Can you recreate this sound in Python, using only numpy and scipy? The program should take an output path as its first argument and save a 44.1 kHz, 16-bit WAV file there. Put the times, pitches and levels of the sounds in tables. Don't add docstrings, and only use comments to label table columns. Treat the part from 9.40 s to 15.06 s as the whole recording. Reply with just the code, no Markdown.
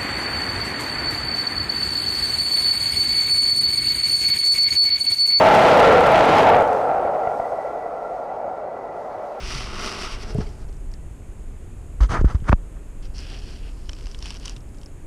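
import sys
import numpy as np
from scipy import signal
from scipy.io import wavfile
from scipy.ndimage import uniform_filter1d

SR = 44100
rng = np.random.default_rng(int(sys.argv[2]) if len(sys.argv) > 2 else 0)


def gain_from_db(level_db):
    decades = np.asarray(level_db, float) / 20
    return 10 ** decades


def unload_audio(sound):
    columns = np.transpose(np.atleast_2d(sound))
    steps = np.round(np.clip(columns, -1, 1) * 32767)
    wavfile.write(sys.argv[1], SR, steps.astype(np.int16))


N = 249768


def evened(x):
    return x / np.sqrt(np.mean(x ** 2) + 1e-20)


def colour(x, points):
    f_hz, db = np.transpose(points)
    bins_hz = np.fft.rfftfreq(8192, 1 / SR)
    log_gain = np.log(gain_from_db(np.interp(np.log(bins_hz + 1), np.log(f_hz), db, -100, -100)))
    circle = np.r_[log_gain, log_gain[-2:0:-1]]
    phase = signal.hilbert(circle).imag
    taps = np.fft.ifft(np.exp(circle - 1j * phase)).real[:6000]
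    return signal.oaconvolve(x, taps / np.linalg.norm(taps))[:len(x)]


def add(mix, s, sound):
    part = mix[round(s * SR):][:len(sound)]
    part += sound[:len(part)]


def room():
    # (frequency [Hz], level [dB per Hz])
    rumble_spectrum = [(12, -31), (20, 2.5), (43, -6.5), (65, -11.5), (160, -24), (221, -29), (294, -28),
                       (332, -30.5), (398, -31), (487, -38), (517, -36.5), (572, -39), (2500, -58.5),
                       (3250, -72.5), (5500, -120)]
    # (time [s], level re mean [dB])
    swell_points = [(0, 3), (.5, -3.5), (1, 1), (1.5, -1), (2, -1.5), (2.5, 0), (3, 4), (3.5, -5), (4, 1.5),
                    (4.5, -3.5), (5, -2), (5.66, -2)]
    # (frequency [Hz], level [dB per Hz])
    hiss_spectrum = [(1500, -31), (2500, -5), (3400, -12), (4260, -22), (5900, -16.5), (6500, -1),
                     (7900, -1.5), (10300, -6.5), (12000, -14), (13500, -21), (15200, -30)]
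    rumble_db, hiss_db, crossover_hz = -34, -64.9, 140
    rumble = gain_from_db(rumble_db) * colour(rng.standard_normal(N), rumble_spectrum)
    low = signal.sosfiltfilt(signal.butter(2, crossover_hz, fs=SR, output="sos"), rumble)
    swell = gain_from_db(np.interp(np.arange(N) / SR, *np.transpose(swell_points)))
    hiss = gain_from_db(hiss_db) * colour(rng.standard_normal(N), hiss_spectrum)
    return rumble + low * (swell - 1) + hiss


def slips(per_s, spread_db, clump_db, clump_ms):
    clump = evened(uniform_filter1d(rng.standard_normal(N), int(clump_ms * SR / 1000)))
    size = gain_from_db(spread_db * np.minimum(rng.exponential(1, N), 4) + clump_db * clump)
    released = rng.random(N) < per_s / SR
    return evened(size * rng.standard_normal(N) * released)


def surges(rows, parts):
    t = np.arange(0, N + 16, 16) / SR
    start, peak, end, db, lean = np.transpose(rows)[:, :, None]
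    rise = (t - start) / (peak - start)
    fall = (end - t) / (end - peak)
    ramp = np.clip(np.minimum(rise, fall), 0, 1)
    gains = []
    for re_db, db_per_lean, sharp in parts:
        each = gain_from_db(db + re_db + db_per_lean * lean) * ramp ** sharp
        gains.append(np.interp(np.arange(N) / SR, t, np.sqrt((each ** 2).sum(0))))
    return gains


def rub(gains, fizz, ring, drive):
    # (frequency [Hz], level [dB per Hz])
    wall = [(450, 0.5), (750, 3), (950, 2), (1280, 5), (1550, 1), (2000, -8), (3000, -21)]
    # (frequency [Hz], level [dB per Hz])
    air = [(70, -21), (130, -9), (220, 7), (300, -4), (380, 6), (520, -5), (900, -4)]
    # (frequency [Hz], level [dB per Hz])
    sheen_spectrum = [(5000, -34), (6800, 0), (8300, -2), (9900, -2.5), (11000, -12.5), (13000, -18),
                      (15200, -33)]
    body = sum((-1) ** k * colour(drive * gains[k], c) for k, c in enumerate((fizz, ring, wall, air)))
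    sheen = gain_from_db(-47.0) * abs(gains[0] / gain_from_db(-35.5)) ** 1.19
    return body + colour(drive * rng.choice([-1, 1], N) * sheen, sheen_spectrum)


def narrow_ring(drive, rows, points, sharp):
    gain = surges(rows, [(0, 0, sharp)])[0]
    return colour(rng.choice([-1, 1], N) * drive * gain, points)


def sliding():
    # (start [s], peak [s], end [s], fizz [dB], darkness [dB])
    slide_surges = [
        (-.09, .12, 0.51, -39.5, -5),
        (.24, .458, 0.71, -38.5, -1.5),
        (.48, .622, 0.82, -40.5, -4.5),
        (.67, .725, .8, -43, -6.5),
        (.75, .83, 0.88, -46, -0.5),
        (.82, .905, .96, -48.5, 6.5),
        (.9, 1.018, 1.09, -52.5, 7),
        (1.03, 1.075, 1.32, -62.5, 10),
        (1.16, 1.22, 1.27, -63.5, 10.5),
        (1.27, 1.295, 1.3, -63, 13.5),
    ]
    # (level re fizz [dB], tilt [dB per dB of darkness], peak sharpness [1])
    slide_parts = [
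        (0.5, 0, 1.64),
        (-0.5, -0.19, 1.31),
        (-2, 0.3, 0.63),
        (-0.5, 1.17, 0.6),
    ]
    # (frequency [Hz], level [dB per Hz])
    fizz_spectrum = [(2500, -101), (3900, -6), (4800, -1), (5600, -1.5), (6200, -7.5), (6800, -21),
                     (8000, -21), (11000, -42)]
    # (frequency [Hz], level [dB per Hz])
    ring_spectrum = [(1100, -67), (1600, -17), (2000, 7), (2400, 7), (2900, 8.5), (3400, 4), (3900, 6),
                     (5500, -86)]
    # (frequency [Hz], level [dB per Hz])
    panel = [(880, -35), (1020, -8), (1120, 0.5), (1290, 2.5), (1420, 0), (1600, -16), (2100, -40)]
    # (start [s], peak [s], end [s], level [dB], unused lean [dB])
    presses = [
        (.03, .14, 0.37, -47, 0),
        (.24, .47, 0.61, -40, 0),
        (.48, .68, 0.772, -45, 0),
        (1.003, 1.013, 1.034, -48, 0),
    ]
    # (frequency [Hz], level [dB per Hz])
    glint = [(9500, -30), (11000, -4), (12000, 0), (13000, -4), (14500, -14), (15200, -25)]
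    # (start [s], peak [s], end [s], level [dB], unused lean [dB])
    rushes = [
        (.04, .13, .25, -78, 0),
        (.36, .45, 0.52, -69, 0),
        (.52, .62, .74, -73, 0),
    ]
    drive = slips(9000, 0.34, 0.32, 4.1)
    slide = rub(surges(slide_surges, slide_parts), fizz_spectrum, ring_spectrum, drive)
    return slide + narrow_ring(drive, presses, panel, .68) + narrow_ring(drive, rushes, glint, .8)


def bump(db, hz, t60, rise_ms, sag_ms):
    t = np.arange(SR // 4) / SR
    turns = hz * sag_ms / 1000 * np.log(1 + 1000 * t / sag_ms)
    shape = (1 - np.exp(-1000 * t / rise_ms)) * gain_from_db(-60 * (t / t60) ** 2)
    return gain_from_db(db) * shape / shape.max() * np.sin(2 * np.pi * turns)


def jolts():
    # (time [s], peak [dB], swing [Hz], t60 [s], rise [ms])
    pushes = [(0.142, -32, 151, 0.093, 9.1), (0.95, -15.5, 132, 0.045, .92), (.96, -22.5, 95, 0.21, 5.6),
              (0.9846, -9.5, 189, 0.011, 1.9), (1.004, -23.5, 147, 0.032, 1.1),
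              (2.606, -3.5, 56, 0.113, 8.6), (2.696, -16, 48, 0.031, 3.1), (2.788, -17, 35, 0.028, 5.94),
              (2.813, -12, 102, 0.015, 0.82), (2.82, -9.5, 46, .053, 4.2),
              (2.8464, -3.5, 72.4, 0.015, 0.59), (3.022, -17.5, 96, 0.014, 1.2),
              (3.1343, -12, 117, 0.019, 2.3)]
    # (time [s], peak [dB], swing [Hz], t60 [s], rise [ms])
    slaps = [
        (3.0962, -6.5, 118, 0.064, 0.5),
        (3.1299, -7, 87.4, 0.062, 0.5),
    ]
    # (time [s], peak [dB], swing [Hz], t60 [s], rise [ms])
    pulls = [(0.9453, -21, 122, 0.0093, 2.2), (.985, -7, 159, 0.014, .67), (1.022, -24, 67.4, 0.041, 2.5),
             (2.793, -7, 41.4, 0.06, 1.1), (2.844, -3, 233, 0.0072, 0.85), (2.853, -1, 66, 0.049, 7.3),
             (2.9475, -5, 91, 0.043, 0.84), (3.0951, -9.5, 168, 0.0062, .55), (3.129, 0, 187, 0.0091, 0.31),
             (4.486, -24, 63.44, 0.047, 2.5), (4.656, -21, 56, 0.11, 1.69)]
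    out = np.zeros(N)
    for way, rows, sag_ms in ((0.67, pushes, 210), (0.7, slaps, 11), (-0.51, pulls, 31)):
        for s, *row in rows:
            add(out, s, way * bump(*row, sag_ms))
    return out


def knocks():
    # (time [s], peak [dB], ring [Hz], t60 [s])
    body_knocks = [(0.9495, -28.5, 420.6, 0.16), (0.987, -29, 430, 0.1), (0.985, -32.5, 880, 0.023),
                   (1.0033, -23.5, 395, 0.036), (1.0095, -40, 1680, 0.04), (1.007, -44, 1240, 0.026),
                   (1.01, -33, 420, .05), (1.012, -38, 780, 0.049), (1.066, -38, 420, 0.137),
                   (1.066, -47.5, 2200, .04), (1.067, -48, 4660, 0.034), (2.6053, -26, 1150, 0.019),
                   (2.605, -26.5, 274, 0.038), (2.8125, -16.5, 374, 0.02), (2.848, -24, 1250, 0.014),
                   (2.946, -32, 660, .015), (3.043, -40, 1500, 0.0071), (3.129, -11, 510, 0.017),
                   (.955, -30.5, 660, 0.047), (1, -37, 690, 0.054), (1.03, -50, 696, 0.067)]
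    # (time [s], peak [dB], ring [Hz], t60 [s])
    cells = [(4.492, -38, 2970, 0.0067), (4.5178, -46, 2300, .006), (4.532, -46, 2000, 0.0073),
             (4.532, -42, 3800, .005), (4.532, -44, 1150, .012), (4.551, -50, 5200, .01),
             (4.6095, -46, 2150, .01), (4.6578, -41, 5000, .007), (4.6574, -43, 2300, .007),
             (4.7145, -46, 2700, .008), (4.7483, -45, 2130, 0.0092), (4.789, -42, 5640, .008),
             (4.8244, -36, 3000, .008), (4.827, -36, 5500, 0.011), (4.86, -36, 3000, 0.0096),
             (4.9645, -42, 5500, .01), (5.0575, -31, 6230, .01), (5.057, -43, 2020, .012),
             (5.061, -48, 3900, 0.0071), (5.095, -32, 6600, .008), (5.096, -37, 2820, 0.009),
             (5.1645, -46, 2703, 0.0097), (5.46, -41, 5206, .008), (1.5393, -37, 5152, 0.007),
             (1.5382, -46, 1900, .008), (3.79, -36, 5000, 0.011), (3.79, -40, 2800, .012),
             (.9456, -44, 10300, 0.0091), (.9456, -62, 13900, .005), (2.8115, -46, 7000, .006),
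             (2.848, -45, 8600, .008), (3.094, -56, 13000, .004)]
    # (time [s], peak [dB], ring [Hz], t60 [s])
    cracks = [
        (3.0935, -4, 1200, .005),
        (3.0937, -22, 2600, .005),
        (3.1282, 6, 1080, .004),
        (3.1284, -21, 2600, .006),
    ]
    out, t = np.zeros(N), np.arange(SR // 5) / SR
    for rows, rise_turns in (([*body_knocks, *cells], .12), (cracks, .5)):
        for s, db, hz, t60 in rows:
            rise = 1 - np.exp(-t * hz / rise_turns)
            add(out, s, -gain_from_db(db - 60 * t / t60) * rise * np.sin(2 * np.pi * hz * t))
    return out


def snaps():
    # (time [s], peak [dB], lower ring re peak [dB], extra
    # top [dB])
    snap_events = [(4.493, -29, -1.5, -3), (4.517, -46, -9, 2), (4.5318, -35, 0, -6), (4.5506, -48, -9, -4),
                   (4.587, -46, -1, -6), (4.609, -51, 4, -4), (4.658, -41, 0, -8), (4.6684, -35.5, 0, -14),
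                   (4.7136, -40.5, -3, -2), (4.746, -39.5, 5.5, 2), (4.789, -37, -9, 2),
                   (4.8248, -33.5, -3.5, -3), (4.8566, -32, -1, 4), (4.861, -39, 2, -1),
                   (4.867, -38, -2.2, -1.5), (4.878, -40, -3, 0), (4.9046, -31.5, 1, 4.5),
                   (4.9427, -40, -7, 6), (4.9634, -44, -15, 0.1), (4.969, -35.5, -4, -9),
                   (4.9981, -41, -12, 2), (5.019, -48, -11, 0.1), (5.0316, -46, 1, -3),
                   (5.0554, -30.5, -2, 5), (5.059, -31, -6, -1), (5.0792, -32.5, 3.5, 3),
                   (5.0952, -30.5, -9, 1), (3.7817, -33, -16, -10), (3.901, -44, -7, 6),
                   (3.0936, -44, 4, 13), (3.1357, -48, 0, 0)]
    # (time [s], peak [dB], lower ring re peak [dB])
    ticks = [(1.0057, -47, 3), (1.07, -48, 2), (1.09, -48, -9), (2.982, -63, 3), (3.014, -64, 3),
             (1.286, -56, -9), (1.3266, -50, -7), (1.341, -58, -9), (1.3672, -55, -6), (1.516, -50, -6),
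             (1.5378, -45, -8), (3.001, -59, 4), (3.042, -58, 2), (3.6252, -51, -11), (3.803, -43, -18),
             (4.312, -60, 5), (5.1633, -40, 5), (5.1785, -52, -14), (5.205, -52, -14), (5.2894, -58, -11),
             (5.345, -54, -2), (5.371, -54, -9), (5.384, -49, -14), (5.414, -48, -7), (5.4322, -46, -1),
             (5.4596, -45.5, -16)]
    # (time [s], peak [dB], lower ring re peak [dB])
    clinks = [
        (.9454, -52, 6),
        (.982, -52, 3),
    ]
    # (time [s], peak [dB], lower ring re peak [dB])
    crackle = [(3.654, -48, -6), (3.79, -39, -12), (3.869, -47, -13), (3.94, -42, -8), (3.988, -43, -6),
               (4.018, -53, -6), (4.036, -49, -9), (4.289, -54, 10), (4.524, -54, -3), (4.566, -52, -1),
               (4.625, -50, -3), (4.64, -51, -1.5), (4.68, -48, -7), (4.687, -48, -3), (4.698, -55, 4),
               (4.72, -46, -7), (4.75, -46, -6), (4.779, -49, -7), (4.804, -46, -2), (4.813, -53, -9),
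               (4.83, -43, -12), (4.843, -45, -1.5), (4.888, -47, -4), (4.909, -41, 1.5), (4.922, -44, 1.5),
               (4.949, -44, 0), (4.958, -45, 3), (5.028, -47, -5), (5.05, -41, -1), (5.062, -41, -14),
               (5.074, -38, -3), (5.107, -46, -4), (5.121, -46, -6), (5.155, -56, 0)]
    # (deep part re peak [dB], top re peak [dB], t60 [s])
    kinds = [
        (-10.5, -14.5, 0.014),
        (-12, -13, 0.026),
        (0, 0, 0.021),
        (-9, -18, 0.027),
    ]
    # (frequency [Hz], level [dB per Hz])
    part_colours = [
        [(2500, -49), (3900, -9), (5300, 3), (6100, -1.5), (7000, -18), (10000, -25)],
        [(1200, 4), (2000, 0.5), (3100, 14), (3700, 6.5), (4400, -7), (6500, -53)],
        [(450, -11), (850, 4.5), (1100, 5.5), (1700, -10), (3000, -33)],
        [(5000, -34), (7000, 7), (8600, 9), (10000, 3), (12000, -16), (15200, -18)],
    ]
    deep_db_per_ring_db, top_db_per_peak_db = 0.41, -0.086
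    drive, t = np.zeros((4, N)), np.arange(900) / SR
    for rows, (deep_db, top_db, t60) in zip((snap_events, ticks, clinks, crackle), kinds):
        for s, db, ring_db, *extra_db in rows:
            noise = rng.standard_normal(len(t))
            burst = .15 * noise * gain_from_db(-60 * t / t60) + (t == 0)
            deep = deep_db + deep_db_per_ring_db * ring_db
            top = top_db + top_db_per_peak_db * (db + 35) + sum(extra_db)
            for part, rel_db in zip(drive, (9, ring_db + 9.5, deep + 12.8, top + 14)):
                add(part, s + 0.00037, gain_from_db(db + rel_db) * burst)
    return sum((-1) ** k * colour(drive[k], c) for k, c in enumerate(part_colours))


def stroking():
    # (start [s], peak [s], end [s], case [dB], brightness [dB])
    strokes = [(2.604, 2.607, 2.66, -37, 6), (2.604, 2.632, 2.676, -36, 6.5),
               (2.684, 2.695, 2.73, -36.5, 0.5), (2.688, 2.718, 2.785, -32, 6),
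               (2.69, 2.755, 2.815, -23.5, -13), (2.78, 2.816, 2.821, -39.5, 1),
               (2.845, 2.85, 2.875, -38.5, 1.5), (2.846, 2.906, 2.95, -37, -1),
               (2.943, 2.948, 2.975, -40.5, 1), (2.815, 2.83, 2.85, -55.5, 0), (3.025, 3.07, 3.12, -43, -5),
               (3.071, 3.09, 3.0975, -26, -4.5), (3.098, 3.099, 3.11, -39, 8),
               (3.104, 3.126, 3.131, -25, -10), (3.132, 3.133, 3.14, -28.5, -11),
               (3.35, 3.371, 3.4, -53.5, -9)]
    # (level re case [dB], tilt [dB per dB of brightness], peak sharpness [1])
    stroke_parts = [
        (0, 0.091, 1.55),
        (-14, 0.84, 1.28),
        (-2.5, 0.51, 1),
    ]
    # (frequency [Hz], level [dB per Hz])
    case = [(150, -11), (400, -5.5), (800, -6), (1050, -4), (1270, -1), (1480, -6), (2100, -13.5),
            (2800, -28.5), (4000, -62)]
    # (frequency [Hz], level [dB per Hz])
    skin = [(1500, -11), (2650, -2), (3100, 3.5), (3900, -3), (5000, 0.5), (5600, -4), (6250, 0.5),
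            (7000, -8.5), (9500, -12.5), (11000, -21), (15500, -53)]
    # (frequency [Hz], level [dB per Hz])
    push = [(15, -43), (35, -24), (100, -6.5), (200, -11), (400, -23), (800, -53)]
    gains = surges(strokes, stroke_parts)
    return sum(colour(slips(14000, 1.7, 0.63, 1.8) * g, c) for g, c in zip(gains, (case, skin, push)))


def gripping():
    # (start [s], peak [s], end [s], fizz [dB], darkness [dB])
    creeps = [(3.62, 3.652, 3.68, -60, 4), (3.67, 3.7, 3.75, -74, 0), (3.738, 3.79, 3.85, -49, -4.5),
              (3.78, 3.93, 4.01, -53, 8), (3.97, 4.1, 4.21, -53, 1.5), (4.18, 4.288, 4.3, -63, 12),
              (4.295, 4.315, 4.335, -68, 8), (4.29, 4.4, 4.55, -64.5, -3), (4.42, 4.664, 4.82, -59, -1),
              (4.812, 4.845, 4.95, -49, -2), (4.83, 4.935, 4.985, -54, 1.5), (4.96, 4.985, 5.02, -60, -3),
              (5.0, 5.04, 5.12, -55, 2), (5.03, 5.115, 5.15, -56, 1), (5.13, 5.42, 5.52, -78, -10)]
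    # (level re fizz [dB], tilt [dB per dB of darkness], peak sharpness [1])
    grip_parts = [
        (-1.5, 0.0021, 0.44),
        (-2, 0.73, 0.45),
        (-7, 0.45, 1),
        (-6, 0.69, 0.56),
    ]
    # (frequency [Hz], level [dB per Hz])
    grip_fizz = [(3000, -40), (3900, -11.5), (4500, -2), (5000, -1.5), (5600, -1), (6300, -12), (7500, -22),
                 (11000, -32)]
    # (frequency [Hz], level [dB per Hz])
    grip_ring = [(1100, -41), (1600, -8), (2300, -8), (2600, -2.5), (2950, -2), (3300, -4.5), (3800, -12),
                 (5500, -23)]
    # (frequency [Hz], level [dB per Hz])
    hollow = [(450, -30), (620, -10), (700, 0), (780, 0), (880, -16), (1200, -35)]
    # (start [s], peak [s], end [s], level [dB], unused lean [dB])
    kneads = [
        (3.76, 3.8, 3.82, -60, 0),
        (3.815, 3.845, 3.97, -63, 0),
        (3.89, 3.945, 4.01, -55, 0),
    ]
    grip = rub(surges(creeps, grip_parts), grip_fizz, grip_ring, slips(6000, 1.3, 0.81, 5.6))
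    return grip + narrow_ring(slips(9000, 0.34, 0.32, 4.1), kneads, hollow, .7)


def ducking(loud):
    threshold_db, share, recover_db_per_s = -20, 0.61, 250
    power_db = 10 * np.log10(abs(uniform_filter1d(loud ** 2, size=200)) + 1e-12)
    fall_db = np.arange(N) * recover_db_per_s / SR
    held_db = np.maximum.accumulate(power_db + fall_db) - fall_db
    over_db = np.maximum(held_db - threshold_db, 0)
    return gain_from_db(-share * uniform_filter1d(over_db, size=100))


def scene():
    blows = jolts() + knocks()
    return (room() * ducking(blows) + sliding() + blows + snaps() + stroking() + gripping())[None]


def starved(x):
    # (frequency [Hz], share of frames lost [1])
    lost_share = [(12500, 0), (13500, .1), (14300, .22), (14800, .5), (15200, .75)]
    hz, t, z = signal.stft(x, SR, nperseg=1024)
    chance = rng.random((len(t) // 2 + 1, len(hz) // 8 + 1))
    chance = np.repeat(np.repeat(chance, 2, axis=0), 8, axis=1)
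    kept = chance[:len(t), :len(hz)].T > np.interp(hz, *np.transpose(lost_share))[:, None]
    return signal.istft(z * kept, SR, nperseg=1024)[1][:, :N]


def low_pass(x):
    return signal.sosfilt(signal.butter(12, 15180, fs=SR, output="sos"), x)


def record(dry):
    limited = 0.99 * np.tanh(dry / 0.7)
    edge = signal.firwin(511, 15230, window=("kaiser", 9), fs=SR)
    mix = starved(signal.oaconvolve(limited, edge[None], "same"))
    return low_pass(mix)


dry = scene()
out = record(dry)
unload_audio(out)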